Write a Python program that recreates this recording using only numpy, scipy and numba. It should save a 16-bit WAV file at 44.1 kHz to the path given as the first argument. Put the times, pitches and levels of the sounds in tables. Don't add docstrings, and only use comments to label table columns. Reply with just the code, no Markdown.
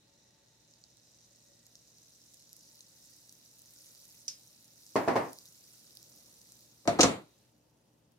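import sys
import numpy as np
from scipy import signal
from scipy.fft import rfft, irfft, next_fast_len
from scipy.io import wavfile
from scipy.ndimage import uniform_filter1d
from numba import njit

SR = 44100
rng = np.random.default_rng(int(sys.argv[2]) if len(sys.argv) > 2 else 0)


def generate_wav(signal):
    frames = np.transpose(np.atleast_2d(signal))
    scaled = np.clip(frames, -1, 1) * 32767
    pcm = np.round(scaled).astype(np.int16)
    wavfile.write(sys.argv[1], SR, pcm)


def to_linear_factor(level_db):
    exponent = np.asarray(level_db, float) / 20
    return 10 ** exponent


N = 360738
T = np.arange(N) / SR
PAD = next_fast_len(N)


def level(x, db):
    return x * to_linear_factor(db) / np.sqrt(np.mean(x ** 2))


def read(table, hz):
    table_hz, value = np.transpose(table)
    return np.interp(np.log(np.maximum(hz, 1)), np.log(table_hz), value)


def colour(x, table):
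    hz = np.arange(PAD // 2 + 1) * SR / PAD
    return irfft(rfft(x, PAD) * to_linear_factor(read(table, hz)), PAD)[:, :N]


def filtered(x, order, hz, kind):
    return signal.sosfilt(signal.butter(order, hz, kind, fs=SR, output="sos"), x)


def walk(rate):
    k = int(SR / rate)
    steps = np.repeat(rng.standard_normal(N // k + 1), k)
    return 0.45 * uniform_filter1d(uniform_filter1d(steps, k), k)[:N]


def swell(rows):
    return sum(db * np.exp(-((T - s) / half_s) ** 2) for s, half_s, db in rows)


def sides(db, pan_db):
    return to_linear_factor(np.stack([db + pan_db / 2, db - pan_db / 2], axis=-1))


# (frequency [Hz], correlation [-1..1])
PORT_LIKENESS = [(60, 1), (130, 0.87), (290, 0.84), (640, 0.27), (1410, 0.16), (3100, 0.29), (6820, -0.26),
                 (15000, 0.043)]


def diffuse(size):
    mid, side = rfft(rng.standard_normal((2, size)))
    alike = np.clip(read(PORT_LIKENESS, np.arange(size // 2 + 1) * SR / size), -.9, .99)
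    return irfft(mid * np.sqrt(1 + alike) + side * np.sqrt(1 - alike) * np.array([[1], [-1]]), size)


def narrow(hz, width_hz, db):
    band_hz = [hz - width_hz / 2, hz + width_hz / 2]
    return level(filtered(diffuse(PAD)[:, :N], 2, band_hz, "band"), db)


# (frequency [Hz], decay time t60 [s])
KITCHEN_DECAY = [(60, 0.27), (150, 0.49), (400, 0.47), (1000, 0.4), (2500, 0.46), (6000, 0.17),
                 (14000, 0.46)]


def room(fade_s=0.17, gap_s=0.0013):
    t = np.arange(16000) / SR
    waves = rfft(diffuse(len(t)))
    hz = np.arange(len(t) // 2 + 1) * SR / len(t)
    tail = 0
    for centre_hz in 45 * 2 ** np.arange(9):
        octave = np.clip(1 - abs(np.log2(np.maximum(hz, 1) / centre_hz)), 0, 1)
        band = irfft(waves * octave, len(t))
        even = uniform_filter1d(np.mean(band ** 2, axis=0), int(5 * SR / centre_hz) + 150, mode="wrap")
        decay = to_linear_factor(-60 * t / read(KITCHEN_DECAY, centre_hz))
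        tail = tail + band * np.sqrt(even.mean() / even) * decay
    ducking = 0.62 * np.exp(-(t / fade_s) ** 4.5) + 0.17
    tail = tail * ducking * np.clip((t - gap_s) / 0.00097, 0, 1)
    tail = tail * (1 + 0.64 * np.exp(-t / 0.015))
    return tail / np.sqrt(np.mean(np.sum(tail ** 2, axis=1)))


def echo(dry, tail, wet_db):
    return dry + to_linear_factor(wet_db) * signal.oaconvolve(dry.mean(axis=0, keepdims=True), tail, axes=1)[:, :N]


# (frequency [Hz], level [dB])
AIR_COLOUR = [(15, -70), (25, -40), (43, -10), (90, -9.5), (115, -6), (240, -6.5), (266, -12.5), (295, -4),
              (381, -12.5), (546, -10.5), (824, -17), (882, -17), (1500, -27), (1950, -56.5), (3300, -120)]
# (time [s], half length [s], rise [dB])
AIR_STIRS = [(6.2, 0.186, 2.6), (6.4, 1.6, 2)]
# (frequency [Hz], level [dB])
HISS_COLOUR = [(710, -32.5), (1200, -10.5), (1750, -5.5), (1850, -7), (2250, -8), (2730, -5), (3050, -6),
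               (13000, -18.5), (16000, -22)]
# (frequency [Hz], rms level [dB])
FRIDGE_HUM = [(59.2, -88.5), (118.4, -78.5), (161.5, -83), (236.9, -86), (296.1, -89.5)]
# (frequency [Hz], width [Hz], resting level [dB])
PIPE_DRONES = [(562.8, 30, -90), (893.4, 24, -93.5), (1915, 91, -99)]
# (time [s], half length [s], rise [dB])
PIPE_SWELLS = [
    [(0.1, 0.66, 9), (1.5, 0.25, 14.5), (2.8, 0.3, 7), (3.95, 0.37, 8), (6.0, 0.36, 7)],
    [(0.2, 1, 9.5), (2.8, 0.32, 9.5), (3.8, 0.7, 8), (5.9, 0.6, -0.5), (7.8, .3, 6.5)],
    [(0.35, 0.46, 15), (1.5, 0.47, 13.5), (3.0, 0.29, 13), (3.9, 0.23, 10), (6.0, .3, 6)],
]


def kitchen():
    out = level(colour(diffuse(PAD), AIR_COLOUR), -72.5 + swell(AIR_STIRS))
    out = filtered(out, 3, 62, "high")
    muffle_db = np.interp(T, (8.1, 7.5), [0, -4])
    out += level(colour(diffuse(PAD), HISS_COLOUR), -76 + muffle_db)
    for hz, db in FRIDGE_HUM:
        out += np.sqrt(2) * to_linear_factor(db + .8 * walk(6)) * np.sin(2 * np.pi * hz * T + 0.78 * walk(2.5))
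    for (hz, width_hz, db), rows in zip(PIPE_DRONES, PIPE_SWELLS):
        out += narrow(hz, width_hz, db + swell(rows))
    return out * to_linear_factor([[.6], [-.6]])


def click(shade, treble_db, turn_hz, size):
    hz = np.arange(size // 2 + 1) * SR / size
    shelf_db = treble_db / (1 + (turn_hz / (hz + 1)) ** 2)
    cepstrum = irfft(np.log(to_linear_factor(read(shade, hz) + shelf_db)))
    cepstrum[1:size // 2] *= 2
    cepstrum[size // 2:] = 0
    pulse = irfft(np.exp(rfft(cepstrum)))
    return -np.pad(pulse, (0, size)) / abs(pulse).max()


def blows(events, shade, rings, wet_db, chatter, fade_s, gap_s=0.0023, push_ms=.01, size=4096, turn_hz=1800):
    t = np.arange(2 * size) / SR
    out = np.zeros((2, N))
    for s, db, treble_db, pan_db, chatter_ms in events:
        blow = click(shade, treble_db, turn_hz, size)
        echoes = to_linear_factor(db + wet_db) * signal.fftconvolve(blow[None, :size], room(fade_s, gap_s), axes=1)
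        start = int(s * SR)
        out[:, start:start + echoes.shape[1]] += echoes
        push = np.hanning(int(push_ms * SR / 1000) + 3)
        blow = 0.73 * np.convolve(blow, push / push.sum())[:len(t)] + .25 * blow
        for hz, ring_db, t60 in rings:
            scatter_db, turn = rng.standard_normal(2)
            decay = to_linear_factor(ring_db + 2.5 * scatter_db - 60 * t / t60)
            blow += decay * np.sin(2 * np.pi * hz * t + turn) * (1 - np.exp(-t / .0006))
        blow *= np.exp(-(t / fade_s) ** 4)
        dying = np.exp(-t[:size // 2] * 1000 / max(chatter_ms, .2))
        shared, left, right = rng.standard_normal((3, size // 2)) * dying
        contacts = chatter * (shared + 1.5 * np.diff([left, right], prepend=0))
        contacts[:, 0] = 1
        blow = signal.fftconvolve(blow[None], contacts, axes=1)[:, :len(t)]
        out[:, start:start + len(t)] += sides(db, pan_db)[:, None] * blow / abs(blow).max()
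    return out


# (time [s], peak level [dB], extra treble [dB], left minus right [dB], chatter [ms])
BOWL_CLINK = [
    (4.2806, -20.5, 3, -7, 2.7),
]
BOWL_BOUNCES = [
    (4.9566, -15, -1.5, .6, 3.1),
    (5.0768, -14.5, -6.7, -0.098, 2.1),
    (5.157, -15.5, -4.5, -.6, 3),
]
# (frequency [Hz], level [dB])
CLINK_SHADE = [(300, -57), (600, -32), (2300, -21), (3500, -15), (4500, -7), (5200, 3.5), (6100, 2.5),
               (7200, -12), (8500, -17), (12500, -28), (16000, -56)]
TABLE_SHADE = [(18, -64.5), (30, -44), (118, -11), (194, -12.5), (273, -4.5), (437, -7), (649, -4.5),
               (1070, -7), (1320, -15.5), (1860, -16), (3310, -30), (5310, -25.5), (7090, -33),
               (13300, -44), (16000, -52)]
# (frequency [Hz], level [dB], decay time t60 [s])
BOWL_MODES = [(5040, -43, 0.28), (5060, -24, 0.25), (5600, -30, .1), (6300, -27, .06), (6500, -36, 0.17),
              (8600, -40, 0.11), (11600, -30, .012)]
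TABLE_MODES = [(314, -34, 0.46), (410, -18.5, .12), (578, -34, 0.17), (651, -26.5, 0.105),
               (772, -22.5, 0.11), (1062, -17.5, 0.054)]


def bowl():
    out = blows(BOWL_CLINK, CLINK_SHADE, BOWL_MODES, wet_db=1, chatter=0.52, fade_s=.14)
    out += blows(BOWL_BOUNCES, TABLE_SHADE, TABLE_MODES, wet_db=6.5, chatter=0.06, fade_s=0.17,
                 gap_s=0.0036, push_ms=.6, turn_hz=3510)
    return filtered(out, 2, 70, "high")


# (time [s], peak level [dB], extra treble [dB], left minus right [dB], chatter [ms])
LID_DROP = [
    (6.855, -38, -17, 2.5, 4.5),
    (6.8755, -12.5, 6.5, 1.1, 2.6),
    (6.8785, -16, -9.5, 1.1, 4.1),
]
LID_SLAM = [
    (6.9895, -17.5, 4.5, 1.5, 3.5),
    (6.9933, -6.5, -1.5, 1.5, 8.2),
    (6.998, -15, -4.5, 1.5, 2.9),
]
LID_SETTLE = [
    (7.0315, -5.5, 3.5, 0.92, 2.8),
    (7.0375, -14.5, -8, 1, 3.4),
]
LATCH_CLICKS = [
    (7.0072, -4, .1, -0.5, 1.6),
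    (7.0104, -8, .1, -2, 1.8),
    (7.0128, -5, 0.14, 3.5, 1.5),
    (7.0175, -17, .1, -3, 2.4),
    (7.0316, -8.5, .1, -11, 4.9),
]
# (frequency [Hz], level [dB])
LID_SHADE = [(18, -46), (30, -8.5), (227, -6), (666, -7.5), (822, -10.5), (1010, -13.5), (1320, -12.5),
             (1540, -19.5), (2060, -19), (3060, -27), (4420, -20.5), (5040, -28), (5450, -20.5),
             (14800, -50), (16000, -49.5)]
LATCH_SHADE = [(1180, -59), (2000, -21.5), (2180, -11.5), (2880, -12), (4190, -10), (4610, -10.5),
               (5390, -6.5), (7120, -6), (7700, -13), (15500, -48.5), (16000, -46)]
# (frequency [Hz], level [dB], decay time t60 [s])
DROP_MODES = [(216.3, -25.5, .15), (280, -24.5, 0.27), (583, -11, 0.23), (689, -11.5, 0.15),
              (856, -25.5, 0.087), (1402, -27, .08)]
SLAM_MODES = [(294.8, -10.5, 0.12), (428, -21, .1), (530, -11.5, .1), (710, -8.5, 0.08),
              (1300, -20.5, 0.066), (910.4, -31.5, 0.15)]
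SETTLE_MODES = [(197, -8.5, .1), (274, -16.5, 0.23), (348, -29, .45), (543, -20, .2), (705.3, -20.5, .14),
                (1075, -18, 0.085), (1236, -13, 0.1), (3710, -50.5, .9)]
LATCH_MODES = [(4912, -33.5, 0.019), (5670, -29.5, 0.087), (5960, -32, .15), (6500, -33, .06),
               (7460, -25, 0.02), (6960, -29, 0.076)]


def lid_and_latch():
    out = blows(LID_DROP, LID_SHADE, DROP_MODES, wet_db=4, chatter=0.11, fade_s=.2)
    out += blows(LID_SLAM, LID_SHADE, SLAM_MODES, wet_db=0.5, chatter=0.034, fade_s=0.067)
    out += blows(LID_SETTLE, LID_SHADE, SETTLE_MODES, wet_db=3.5, chatter=.08, fade_s=0.19)
    out += blows(LATCH_CLICKS, LATCH_SHADE, LATCH_MODES, wet_db=-0.5, chatter=0.34, fade_s=.17)
    out[1] = np.roll(out[1], 7)
    return filtered(out, 2, 105, "high")


@njit
def bubbles(start, hz, cycles, size, lag):
    out = np.zeros((2, N + 4000))
    for k in range(len(start)):
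        p = np.exp((2j * np.pi - 3 / cycles[k]) * hz[k] / SR)
        for c in range(2):
            at = start[k] + c * lag[k]
            i = int(at) + 1
            z = 2 * size[k, c] * p ** (i - at)
            rise = abs(p) ** 2
            for n in range(min(int(2 * cycles[k] * SR / hz[k]), 3000)):
                out[c, i + n] += z.imag * (1 - rise)
                z *= p
                rise *= abs(p) ** 2
    return out[:, :N]


# (time [s], level [dB])
BOIL_LEVEL = [(0, -75), (.96, -69), (2.14, -66.5), (2.8, -65), (3.5, -67.5), (4.1, -64.5), (4.5, -70),
              (5.0, -65), (6.3, -67), (6.6, -68), (7.0, -72.5), (7.2, -77), (7.55, -82), (8.18, -89.5)]


def boil(s):
    return np.interp(s, *np.transpose(BOIL_LEVEL))


def drying(s):
    return np.interp(s, (.8, 3.8), (-10.5, 1.5))


# (time [s], peak level [dB], pitch [Hz], fine spray over the spit [dB])
FAT_SPITS = [(0.7377, -48, 6000, -33), (0.839, -41.5, 5670, -40), (1.6658, -45, 6500, -15),
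             (1.7542, -41.5, 5830, -29), (2.3427, -46, 5760, -11), (2.5113, -54, 5880, -19),
             (2.53, -43, 6060, -7), (2.5653, -51.5, 5820, 0), (2.7136, -47, 5330, -31),
             (2.7694, -49, 5880, -15), (2.8066, -33, 6260, -35), (3.2938, -42.5, 5650, -19),
             (3.3247, -49, 5730, -3), (3.5922, -45, 6600, -10), (3.619, -51, 6970, -1.5),
             (3.9494, -45, 5780, -13), (4.021, -52, 5760, -22), (4.865, -43.5, 6630, -27),
             (4.8918, -46, 5600, -17), (5.3317, -45.5, 5800, -4), (5.3867, -42, 5250, -9),
             (5.4555, -42.5, 5370, -13), (5.5243, -49.5, 6200, -13), (5.9518, -53, 6200, 0),
             (5.9707, -38.5, 4330, -12.5), (6.0284, -45, 5950, -10), (6.162, -54, 5780, 0),
             (6.4155, -45, 5660, -15), (6.5206, -40, 6730, -16), (8.12, -61, 4720, -10)]


def spits(tail, count=12, size=130):
    chance, loudness, pitch = rng.random((size, 3)).T
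    s = chance * N / SR
    scatter_db = -2.5 * np.log(loudness) * (loudness > .05)
    small = [s, boil(s) + 11.5 + scatter_db, 6000 * 2 ** (0.32 * (pitch - .5)), -11 + drying(s)]
    rows = np.vstack([FAT_SPITS, np.transpose(small)])
    pan_db = np.repeat(-2.5 + 2.14 * rng.standard_normal(len(rows)), count)
    s, db, hz, fine_db = np.repeat(rows, count, axis=0).T
    delay, pitch, softness = rng.random((len(s), 3)).T
    spray = np.arange(len(s)) % 2
    bubble_hz = np.where(spray, 7500 + 8000 * pitch, hz * 2 ** (1.0 * (pitch - .45)))
    bubble_db = db + 3.0 - 3 * softness - 7 * delay + spray * (fine_db + 10.0)
    start = (s + 0.0015 * delay ** 1.8) * SR
    knots = bubbles(start, bubble_hz, 4 + 2.2 * spray, sides(bubble_db, pan_db), 0 * s + 7.5)
    return echo(filtered(knots, 3, 3300, "high"), tail, wet_db=-10)


# (frequency [Hz], level [dB])
FIZZ_SHADE = [(650, -49.5), (1100, -24.5), (1190, -28.5), (1320, -19.5), (1720, -25.5), (1900, -18.5),
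              (2300, -17), (2850, -16), (4500, -3.5), (5840, -1), (8260, -7), (11700, -6.5), (15100, -6),
              (16000, -15.5)]


def fizz(tail, count=40000):
    when, pitch, length, loudness, place, lag = rng.random((count, 6)).T
    size = sides(np.minimum(-2.4 * np.log(loudness), 13), 5.0 * (place - .5))
    grains = bubbles(when * N, 900 + 15500 * pitch, 1.5 + 5.2 * length, size, 4.47 + 5.5 * lag)
    grains = colour(echo(grains, tail, wet_db=-3.5), FIZZ_SHADE)
    coarse = signal.sosfiltfilt(signal.butter(4, 5000, fs=SR, output="sos"), grains)
    fine = signal.sosfiltfilt(signal.butter(4, 8000, "high", fs=SR, output="sos"), grains)
    out = level(coarse, boil(T) - 5.5 + 0.97 * drying(T))
    out += level(grains - coarse - fine, boil(T) + .6)
    out += level(fine, boil(T) + drying(T))
    out += narrow(3950, 590, -76 - 45 * np.maximum(T - 7.27, 0))
    out += narrow(9300, 500, -92.5)
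    return out * to_linear_factor(0.57 * walk(54) + 2.2 * walk(9)) * to_linear_factor([[-.8], [.8]])


def scene():
    tail = room()
    return kitchen() + bowl() + lid_and_latch() + spits(tail) + fizz(tail)


def roll_off(x):
    return signal.sosfilt(signal.butter(12, 16660, fs=SR, output="sos"), x)


def record(dry):
    rounded = .9 * np.tanh(dry / .9)
    mix = signal.sosfilt(signal.ellip(8, .2, 60, 15950, fs=SR, output="sos"), rounded)
    return roll_off(mix)


dry = scene()
out = record(dry)
generate_wav(out)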